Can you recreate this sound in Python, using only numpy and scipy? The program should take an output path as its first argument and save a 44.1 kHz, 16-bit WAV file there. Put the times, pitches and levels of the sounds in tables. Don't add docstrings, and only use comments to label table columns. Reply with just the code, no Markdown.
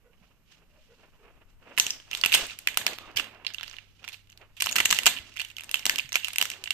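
import sys
import numpy as np
from scipy import signal
from scipy.fft import rfft, irfft, next_fast_len
from scipy.io import wavfile

SR = 44100
rng = np.random.default_rng(int(sys.argv[2]) if len(sys.argv) > 2 else 0)


def unload_audio(sound):
    columns = np.transpose(np.atleast_2d(sound))
    steps = np.round(np.clip(columns, -1, 1) * 32767)
    wavfile.write(sys.argv[1], SR, steps.astype(np.int16))


def ratio_of_db(decibels):
    return 10 ** (np.asarray(decibels, float) / 20)


N = 296793


def rms_one(x):
    return x / np.sqrt(np.mean(x ** 2) + 1e-20)


def energy(x):
    return np.sqrt(np.sum(x ** 2) + 1e-20)


def energies(x):
    ports = energy(x[:2])
    return np.array([[ports], [ports], [np.sqrt(2) * energy(x[2])]])


def in_time(rows):
    s, *columns = np.transpose(rows)
    return [np.interp(np.arange(N) / SR, s, c) for c in columns]


def at_hz(points, hz):
    table_hz, value = np.transpose(points)
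    return np.interp(np.log(hz), np.log(table_hz), value)


def band(x, low_hz, high_hz):
    edges = signal.butter(2, [low_hz, high_hz], "band", fs=SR, output="sos")
    return signal.sosfilt(edges, x + 1e-18)


def port(x, resonances):
    for hz, width_hz, db in resonances:
        w, g = 2 * np.pi * hz / SR, ratio_of_db(db / 2)
        a = np.tan(np.pi * width_hz / SR)
        x = signal.lfilter([1 + a * g, -2 * np.cos(w), 1 - a * g],
                           [1 + a / g, -2 * np.cos(w), 1 - a / g], x)
    return x


def drift(rate_hz):
    r = np.exp(-2 * np.pi * rate_hz / SR)
    wander = signal.lfilter([1], [1, -2 * r, r * r], rng.standard_normal(N + SR))
    return rms_one(wander[SR:])


def at_both_ports(shared, own):
    alike_below_hz = 1550
    low = signal.butter(2, alike_below_hz, fs=SR, output="sos")
    high = signal.butter(2, alike_below_hz, "high", fs=SR, output="sos")
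    return signal.sosfilt(low, shared + 1e-18) + signal.sosfilt(high, own + 1e-18)


def pair_noise(size):
    white = rng.standard_normal((3, size))
    return at_both_ports(white[0] + 0.77 * white[1:], white[1:])


# pitch_hz, level_db (per Hz)
AIR_TONE = [(24, -30.5), (40, 8), (86, -6), (140, -3), (306, -12.5), (739, -24), (1540, -20.5), (2580, -30),
            (3380, -33), (14000, -19)]
# time_s, level_db
HUM_LEVEL = [
    (0.0, -73),
    (2.89, -58.5),
    (6.73, -59),
]


def air():
    hz = np.maximum(np.fft.rfftfreq(N, 1 / SR), 1)
    still = rms_one(irfft(rfft(pair_noise(N)) * ratio_of_db(at_hz(AIR_TONE, hz)), N))
    rumble_db = [[-62.5], [-64.5]] + 3.0 * drift(3.7)
    rumble = rms_one(band(rng.standard_normal((2, N)), 7, 35)) * ratio_of_db(rumble_db)
    hum_db, = in_time(HUM_LEVEL)
    hum_hz = 99.2
    wave = np.sqrt(2) * np.sin(2 * np.pi * hum_hz * np.arange(N) / SR)
    hum = ratio_of_db(hum_db - 7.5 + 0.94 * drift(2.3)) * wave
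    return ratio_of_db(-65) * still + rumble + hum


# start_s, peak_db, pitch_hz
FLOOR_THUMPS = [(0.214, -55, 190), (0.907, -61, 88), (1.771, -52, 200), (2.326, -61, 31.8),
                (2.34, -33.5, 20), (2.361, -45.5, 172), (2.421, -37, 29), (2.482, -49.5, 52),
                (2.76, -46, 28), (3.156, -40.5, 105), (4.646, -50, 87), (4.921, -44, 180), (4.904, -37, 30),
                (5.047, -38, 22), (5.199, -46, 71), (5.844, -66, 175), (6.047, -44.5, 132),
                (6.139, -47, 47)]


def thumps():
    t60_s = 0.099
    out, age = np.zeros((2, N + 8192)), np.arange(8192) / SR
    leans = rng.uniform(-1, 1, len(FLOOR_THUMPS))
    for (s, peak_db, hz), lean in zip(FLOOR_THUMPS, leans):
        at = round(s * SR)
        swing = ratio_of_db(peak_db - 60 * age / t60_s) * np.sin(2 * np.pi * hz * age)
        out[:, at:at + 8192] += swing * ratio_of_db([[9.2 * lean], [-4.0 * lean]])
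    return out[:, :N]


# peak_s, length_s, dull_rub_db, gritty_rustle_db
SOLE_DRAGS = [(.0, 0.16, -70, -86.5), (0.24, 0.22, -64.5, -66), (0.525, 0.076, -76, -51),
              (0.62, 0.21, -64, -84), (0.86, 0.34, -72, -60.5), (1.014, 0.11, -59, -64),
              (1.243, 0.35, -58.5, -68.5), (1.505, 0.036, -75, -64), (1.627, 0.025, -59, -76),
              (1.657, 0.068, -53.5, -73), (1.714, 0.2, -54.5, -69.5), (1.877, 0.14, -52.5, -34.5),
              (2.175, 0.1, -48, -33), (2.402, 0.18, -44, -28.5), (2.896, 0.34, -45.5, -46),
              (3.106, 0.093, -56.5, -86), (3.296, 0.35, -50.5, -65), (3.703, 0.2, -59.5, -46.5),
              (4.076, 0.19, -61.5, -50.5), (4.428, 0.11, -53.5, -90), (4.702, 0.095, -43.5, -63),
              (4.96, 0.3, -45.5, -32.5), (5.304, 1, -73, -58.5), (5.716, 0.18, -55.5, -52),
              (5.914, 0.095, -43.5, -38), (6.273, 0.15, -91, -40), (6.522, 0.2, -47, -42)]


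def drags():
    rise_db, fall_db = 28, 21.5
    t, out = np.arange(N) / SR, 0
    for s, length, *peak_db in SOLE_DRAGS:
        away = (t - s) / length
        swell = ratio_of_db(np.minimum(rise_db * away, -fall_db * away))
        out = out + np.outer(ratio_of_db(np.array(peak_db)), swell)
    return out


def rubbing():
    rub, grit = drags()
    dull = rms_one(band(band(pair_noise(N), 170, 2200), 150, 2400))
    strength = np.minimum(rng.exponential(1, N), 3)
    grains = 1 + strength * (rng.random(N) < .006) * 1.5
    rustle = rms_one(band(grains * pair_noise(N), 1300, 8000))
    return dull * rub * ratio_of_db(-4.0 + 4.4 * drift(15)) + rustle * grit * ratio_of_db(-8.5 + 2.4 * drift(40))


# start_s, peak_db, pitch_hz, length_s
SHOE_CREAKS = [(0.023, -50.5, 492, 0.11), (0.187, -80, 1080, 0.064), (0.577, -59, 423, 0.087),
               (0.7, -55.5, 600, 0.15), (0.873, -48.5, 492, 0.093), (1.033, -56, 595, 0.056),
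               (1.158, -51, 436, 0.18), (1.46, -69, 1310, 0.066), (1.601, -55, 455, 0.12),
               (2.929, -42.5, 1223, 0.22), (6.528, -50, 376, 0.17)]
CREAK_TONES_DB = [2.5, -16, -11, -18]


def creaks():
    out = np.zeros((2, N))
    for s, peak_db, hz, length in SHOE_CREAKS:
        at, size = round(s * SR), round(length * SR)
        slips, creak = rng.standard_normal(16384), 0
        for k, db in enumerate(CREAK_TONES_DB, 1):
            tone = band(slips, k * hz - 0.08 * hz, k * hz + 0.05 * hz)[-size:]
            creak = creak + ratio_of_db(db) * rms_one(tone)
        out[:, at:at + size] += ratio_of_db(peak_db - 14.5) * creak * np.hanning(size)
    return out


# start_s, level_db, low_hz, high_hz, t60_s (time to fade 60 dB)
FREED_SLIVERS = [
    (1.905, -41.5, 4930, 6320, 0.33),
    (2.862, -59, 4000, 5050, 0.12),
    (3.4667, -46.5, 3120, 5320, 0.22),
    (4.7195, -47, 6470, 7500, 0.29),
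    (5.067, -22, 7060, 7850, 0.059),
    (6.155, -49, 2560, 3040, 0.22),
]


def springs():
    flick_db, flick_t60_s = 26.5, 0.011
    out, age = np.zeros((2, N + 16384)), np.arange(16384) / SR
    for s, db, low_hz, high_hz, t60 in FREED_SLIVERS:
        edges = signal.cheby1(5, 1, [low_hz, high_hz], "band", fs=SR, output="sos")
        buzz = rms_one(signal.sosfilt(edges, rng.standard_normal((2, 16384))))
        fade = ratio_of_db(db - 60 * age / t60) + ratio_of_db(db + flick_db - 60 * age / flick_t60_s)
        at = round(s * SR)
        out[:, at:at + 16384] += buzz * fade
    return out[:, :N]


# pitch_hz, t60_s (time to fade 60 dB)
ROOM_FADE = [(150, 0.75), (600, 0.29), (2000, 0.35), (5000, 0.27), (12000, 0.27)]
# pitch_hz, level_db
ROOM_TONE = [(160, 3.6), (640, 5), (2500, 6), (5000, 5), (10000, 3)]


def room(direct, all_round):
    age = np.arange(SR // 2) / SR
    white, edges, tail = pair_noise(len(age)), 80 * 2 ** np.arange(0, 8.1, 1), 0
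    for low, high in zip(edges, edges[1:]):
        fade_db = 60 * age / at_hz(ROOM_FADE, np.sqrt(low * high))
        tail = tail + band(white, low, high) * ratio_of_db(at_hz(ROOM_TONE, low) - fade_db)
    tail *= 1 - np.exp(-age / .003)
    tail *= ratio_of_db(-8) / np.sqrt(np.sum(tail ** 2, axis=1, keepdims=True))
    lag = round(0.0029 * SR)
    echo = ratio_of_db(-13.5) * np.pad(direct, ((0, 0), (lag, 0)))[:, :N]
    return echo + signal.fftconvolve(all_round[None], tail, axes=1)[:, :N]


# start_s, shell_db, splinter_db, ring_hz, tear_ms
HULL_BURSTS = [(1.7815, -17.5, -1, 10300, 7.7), (1.8664, -10.5, -1, 6960, 0.44),
               (2.1498, -13.5, 1.5, 3650, 0.19), (2.26, -11, -1.5, 2640, 1.9), (2.372, -22, -9.5, 2910, 13),
               (2.7724, -9.5, 2.5, 10200, 1.87), (2.9856, -18.5, -9.5, 3340, 0.43),
               (3.6102, -16.5, -28, 3420, 0.37), (4.6612, -21.5, 5.5, 1210, 1),
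               (4.669, -12.5, -17, 1240, 1.3), (4.7571, -12.5, 1, 8360, 1.3), (4.7612, -16, 2, 1570, 4.6),
               (4.8013, -11, -6, 2080, 4.96), (4.91, -9, 3.5, 7800, 1.06), (5.034, -19.5, 4.5, 9000, 0.5),
               (5.0637, -16.5, 11, 1155, 3.5), (5.0686, 0, -25, 7350, 1.03),
               (5.0715, -13.5, -15, 7500, 4.7), (5.0745, -9, -3, 7500, 1.9), (5.8647, -5, -2.5, 5170, 0.49),
               (6.1649, -26.5, 6, 1760, 0.77), (6.402, -21, -29, 3450, 2), (6.4255, -12, 3.5, 5500, 0.55)]
# start_s, shell_db, splinter_db, ring_hz, tear_ms
WING_BREAKS = [(1.7985, -8, 8, 6100, 0.69), (2.2365, -2.5, -34, 1250, 2.7), (2.2491, -9, -12, 1300, 1.3),
               (2.3262, -3.5, -8.5, 2360, 0.6), (2.3344, -17, 3.5, 4700, 0.47),
               (2.3405, -0.5, -9, 3330, 1.3), (2.6728, -3.5, -10.5, 2550, 1.26),
               (2.8652, -7.5, -4, 4370, 1.68), (2.879, -16, -10, 1700, 0.88),
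               (3.1831, -19, -18.5, 2800, 9.9), (3.1973, -9, -13, 1210, 0.87), (4.6214, -14, 2, 9100, 2.7),
               (4.905, -6.5, -4, 6100, 0.59), (4.9881, -6, -4, 1980, 0.7), (5.0578, -7.5, 0.5, 8300, 1.15),
               (5.371, -14.5, -11.5, 2140, 0.3), (5.742, -8, -8, 2960, 2.2), (5.854, -15, 0.5, 8000, 2.7),
               (5.8961, -2.5, -1, 1750, 0.46), (5.9586, -26, 6, 2800, 0.99), (6.1554, -6, -7, 2700, 2),
               (6.4136, -14.5, 3.5, 3070, 1), (6.5017, -11, -0.5, 7500, 0.13),
               (6.7058, -11, -8.5, 2950, 2.15)]
# start_s, shell_db, splinter_db, ring_hz, tear_ms
STRUT_BREAKS = [(1.7769, -5, -18, 2300, 0.84), (2.32, -10, -13, 3240, 1.3), (2.3464, -7, -2, 8650, 4.6),
                (3.1694, -17.5, -6, 5100, 3.2), (3.466, -9.5, -17, 4200, 0.5),
                (3.5832, -23.5, -39, 3580, 2.4), (3.6441, -29, -27, 3440, 0.39),
                (4.6062, -26.5, 8.5, 2400, 1.6), (4.6936, -25, -2.5, 2560, 2.7),
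                (4.783, -13, -7.5, 1190, 7.1), (4.8556, -6.5, -3.5, 7300, 2.3),
                (4.9262, -6.5, -3, 1210, 1.84), (5.396, -18, -13.5, 1950, 2.6),
                (5.4168, -29.5, -3, 3100, 1.5), (5.6082, -21.5, -6, 10600, 0.48),
                (5.713, -27, 8.5, 10400, 1.25), (5.9869, -15.5, -1, 2980, 0.9),
                (5.9954, -4.5, -31, 2500, 0.51), (6.1211, -18, -19, 8900, 0.89),
                (6.1426, -11.5, -33, 1600, 0.46), (6.2461, -18.5, 8.5, 2900, 0.14),
                (6.359, -19, -3, 8550, 1.7), (6.384, -1.5, -1.5, 10900, 0.33),
                (6.6739, -21, -36, 2780, 2.5)]
# start_s, shell_db, splinter_db, ring_hz, tear_ms
LONG_RIPS = [
    (.131, -56.5, -22, 2770, 3.0),
    (1.766, -49, 1, 2550, 10),
    (2.343, -11.5, -10, 5100, 13),
    (3.16, -32, -2, 5000, 73),
    (3.172, -19, -4, 3200, 4.5),
    (4.128, -44, 0.5, 4080, 21),
    (4.566, -42.5, -7, 3280, 28),
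    (4.6015, -41.5, 14, 2230, 6),
    (6.657, -26, -38, 2780, 3.2),
]
# start_s, shell_db, contact_ms
FLOOR_KNOCKS = [
    (2, -50, 1.1),
    (3.3468, -59, 2.6),
    (4.0414, -47.5, 2.4),
    (4.4134, -62, 6),
]
# start_s, shell_db, splinter_db, ring_hz
SHARD_CRUNCHES = [(1.9058, -31, 9.5, 5740), (2.1129, -19.5, -11, 5600), (2.3381, -22, 9.5, 4070),
                  (3.6309, -25, -4.5, 2700), (3.6972, -36.5, -1, 6270), (3.7123, -32, -20, 5340),
                  (3.7337, -35, -16, 1220), (3.7405, -33, -21, 1690), (3.7664, -30.5, -19, 3970),
                  (4.078, -24.5, -9.5, 3740), (4.2999, -50, 5, 6930), (4.32, -58, 11.5, 6060),
                  (4.7222, -37, 16.5, 6860), (4.893, -36, 12, 6360), (5.2935, -44, -8, 1000),
                  (5.6356, -29.5, -1.5, 10300), (5.6927, -25, -9, 980), (5.7558, -17, -8.5, 7800),
                  (5.983, -30, 9, 2950), (6.0017, -21, -17, 4820), (6.2831, -17.5, -4, 10100),
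                  (6.3329, -32.5, 10, 10500), (6.4543, -26, 5.5, 1300)]
# start_s, shell_db, splinter_db, ring_hz
SHARD_TICKS = [(2.1306, -16, -18, 2770), (2.2126, -40, 15.5, 4600), (2.5882, -39, 13.5, 10380),
               (3.4475, -28.5, -39, 1046), (3.5365, -37, 1, 6140), (3.5445, -28.5, -3.5, 2900),
               (3.5962, -33, -17, 1400), (3.6784, -31.5, -7.5, 5000), (3.7844, -28, -28.5, 2390),
               (4.0289, -43, -21, 1390), (4.0459, -33, -12, 1400), (4.0871, -29, -3, 10450),
               (4.272, -53, -7, 2980), (4.3745, -48.5, 4.5, 4650), (4.852, -33, 14, 7160),
               (4.9663, -28, 0, 4500), (5.3216, -43, -19, 2780), (5.3636, -38, 0, 1690),
               (5.4027, -20, -24, 4600), (5.4154, -22, -6.5, 3240), (5.448, -34.5, 2, 2870),
               (5.5012, -40, -3, 3280), (5.5664, -38, 4.5, 3160), (5.583, -28, -6, 2250),
               (5.7933, -30.5, -1.5, 5470), (6.091, -35, -2, 6500), (6.128, -29.5, 7.5, 6500),
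               (6.2325, -26.5, -22, 2770), (6.2712, -25, -11, 8610), (6.6389, -29.5, 5, 8200)]
# start_s, shell_db, splinter_db, ring_hz
TOY_CRUMBS = [(2.1185, -28, -51, 1270), (2.1378, -29, -3, 2750), (2.1722, -36, 8, 8230),
              (2.2279, -48, -14, 2800), (2.2831, -26.5, -11.5, 2480), (2.2955, -23, -14, 3190),
              (2.3139, -28, -10, 1940), (2.4665, -36.5, 7.5, 9100), (2.4976, -27, -20, 2350),
              (2.5072, -27, -24, 3600), (2.5172, -32, -24, 1340), (2.6849, -17.5, -10, 2180),
              (2.7432, -33, -4, 2070), (2.8134, -25, -15, 1660), (2.9324, -31, -5, 2230),
              (3.114, -68.5, 16.5, 4840), (3.208, -33, -10, 1540), (3.2425, -30, -14, 1160),
              (3.289, -44.5, -23, 1104), (3.4785, -34, -11, 4570), (3.503, -33.5, -23, 1480),
              (3.6347, -28, -20, 4190), (3.6392, -39, -23, 1680), (3.6625, -38.5, -12.5, 1570),
              (3.728, -41.5, -5, 7020), (3.9941, -49.5, -23, 2460), (4.0928, -31, -14, 8470),
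              (4.1199, -39, -13, 5200), (4.1265, -45, -3, 8570), (4.1424, -33, -15, 2690),
              (4.2946, -49, -14.5, 3330), (4.3064, -47, -15, 3060), (4.326, -42.5, -14.5, 4320),
              (4.641, -32, 6.5, 4460), (4.654, -28, -5, 5600), (4.658, -32.5, 7, 5730),
                     (4.6817, -31, -5, 3620), (4.689, -16.5, -19, 4350), (4.712, -28.5, 4, 6850),
                     (4.7262, -23.5, 2, 6980), (4.795, -32, 0, 5250), (4.829, -27, -6, 3660),
                     (4.9456, -24, 2, 6030), (4.9953, -38, -10, 7800), (5.0761, -15, -12, 7700),
                     (5.1649, -24, -44, 2820), (5.176, -26, -22, 2970), (5.1851, -23.5, -29, 3270),
                     (5.17, -25, -30, 2720), (5.3392, -42, -10, 5700), (5.3583, -37, -19, 2370),
                     (5.3652, -32, -11, 1510), (5.3774, -29, -27, 3400), (5.383, -37, -20, 2600),
                     (5.3904, -29, -7, 2400), (5.4015, -27, -4, 2450), (5.4096, -27, -19, 3060),
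                     (5.4133, -26, -8, 2880), (5.485, -43, 2.5, 8000), (5.505, -39, -17, 2560),
                     (5.5127, -39, -12, 7110), (5.5953, -28, -27, 3270), (5.619, -37, -19, 1210),
                     (5.6425, -40.5, 5, 8350), (5.77, -27, -11, 2960), (5.825, -34, -16, 2890),
                     (5.8306, -36, -20, 2410), (5.911, -33, -8, 3060), (6.057, -34, -15, 4520),
                     (6.064, -42, -17, 2180), (6.0748, -54, -23, 2410), (6.147, -29, 0, 6030),
                     (6.1686, -21, -15, 2600), (6.1975, -35, -13, 4950), (6.251, -34, 2, 2630),
                     (6.255, -36, -4, 2700), (6.304, -29, -15, 4090), (6.3355, -29, -17, 2670),
                     (6.3715, -47, -8, 5000), (6.5147, -25, -8, 5800), (6.5185, -31, -20, 5990),
                     (6.5357, -33, -19, 3270), (6.563, -41, -19, 1430)]
PART_THUD_DB = {"hull": -6, "wing": -27, "strut": -49.5, "crunch": -21, "tick": -39.5, "rip": -29, "knock":
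                15, "crumb": -30.5}


def shards(rows, tear_ms):
    halves_per_db = .015
    return [(*row, tear_ms * 2 ** (-halves_per_db * row[2])) for row in rows]


def fractures():
    knock_splinter_db, knock_hz = -17, 1175
    knocks = [(s, db, knock_splinter_db, knock_hz, ms) for s, db, ms in FLOOR_KNOCKS]
    parts = {"hull": HULL_BURSTS, "wing": WING_BREAKS, "strut": STRUT_BREAKS,
             "rip": LONG_RIPS, "knock": knocks,
             "tick": shards(SHARD_TICKS, 2), "crunch": shards(SHARD_CRUNCHES, 1.12),
             "crumb": shards(TOY_CRUMBS, 2)}
    breaks = []
    for part, rows in parts.items():
        breaks += [(s, db, PART_THUD_DB[part], *rest) for s, db, *rest in rows]
    return breaks


def cracks():
    breaks = fractures()
    out, age = np.zeros((3, N + 2048)), np.arange(2048) / SR
    chance = rng.standard_normal((len(breaks), 3, 2048))
    paths = at_both_ports(chance[:, :1], chance[:, 1:] + 0.057 * chance[:, :1])
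    ranges = [signal.butter(1, edges_hz, "band", fs=SR, output="sos")
              for edges_hz in [(70, 400), (650, 2000), (1750, 3500), (4600, 17000)]]
    for (s, shell_db, thud_db, splinter_db, hz, tear_ms), draw, path in zip(breaks, chance, paths):
        swell = age / (min(tear_ms, 3) / 1000 * 0.22)
        fade = np.exp(-(age / (0.83 * tear_ms / 1000)) ** 0.97)
        shape = (1 - np.exp(-swell ** 2)) * fade
        shape /= shape.max()
        all_round = shape * draw[0] if tear_ms > 5 else 1. * (age == 0)
        clear = (hz, 0.12 * hz, 1.5 * max(splinter_db - 9.5, 0))
        ringing = np.vstack([port(shape * path, [(hz, 0.32 * hz, 10.5), clear]),
                             port(all_round, [(hz, 0.17 * hz, 8.0), clear])])
        push = np.vstack([shape * (draw[0] + 0.6 * draw[1:]), all_round])
        boom, thud, shell, splinters = map(signal.sosfilt, ranges, [push, push, ringing, ringing])
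        body = ratio_of_db(thud_db - 6.5) * (thud + ratio_of_db(-3.5) * boom) / energies(thud)
        heard = port(shell, RIGHT_EAR[:1])
        shell *= ratio_of_db(-5.5) / np.array([[energy(heard[1])], [energy(heard[1])], [energy(heard[2])]])
        splinters *= ratio_of_db(splinter_db + 3.5) / energies(splinters)
        at = round(s * SR)
        out[:, at:at + 2048] += ratio_of_db(shell_db) * energy(shape) * (body + shell + splinters)
    return out[:2, :N], out[2, :N]


# time_s, left_lean_db
BALANCE_LEAN = [
    (0.0, -0.5),
    (1.7, 1.25),
    (2.2, 2),
    (3.0, 0.66),
    (3.7, -0.9),
    (4.6, 0.7),
    (5.2, 0.9),
    (6.0, 1),
    (6.73, 0),
]


def scene():
    plastic, all_round = cracks()
    around = room(plastic, all_round) + rubbing() + creaks() + springs() + thumps() + air()
    dulling = signal.cheby2(10, 40, 14600, fs=SR, output="sos")
    lean_db, = in_time(BALANCE_LEAN)
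    return ratio_of_db([lean_db, -lean_db]) * (plastic + signal.sosfilt(dulling, around))


# pitch_hz, width_hz, level_db
LEFT_EAR = [(231, 120, 2.5), (7500, 3700, 3), (600, 170, 2.5), (10240, 1800, -12), (3200, 540, -2),
            (133, 66, 0.5)]
# pitch_hz, width_hz, level_db
RIGHT_EAR = [(2780, 950, 13), (4600, 12040, 5.5), (8550, 1140, -22.5), (7500, 820, -10), (9240, 1200, -12),
             (12140, 4100, -8.5), (2780, 320, -0.5)]


def microphone_ports(dry):
    return np.array([ratio_of_db(-1.5) * port(dry[0], LEFT_EAR), port(dry[1], RIGHT_EAR)])


# pitch_hz, level_db
TREBLE_FALL = [(13900, -0.02), (14300, -11), (14800, -21), (15500, -28), (16500, -39.5)]


def end_of_treble(x):
    size = next_fast_len(N)
    hz = np.fft.rfftfreq(size, 1 / SR) + 1
    x = irfft(rfft(x, size) * ratio_of_db(at_hz(TREBLE_FALL, hz)), size)[:, :N]
    return signal.sosfilt(signal.cheby2(18, 60, 16850, fs=SR, output="sos"), x)


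def low_pass(x):
    return signal.sosfilt(signal.butter(12, 16630, fs=SR, output="sos"), x)


def record(dry):
    x = microphone_ports(dry)
    x = .8 * np.tanh(x / .8)
    return low_pass(end_of_treble(x))


dry = scene()
out = record(dry)
unload_audio(out)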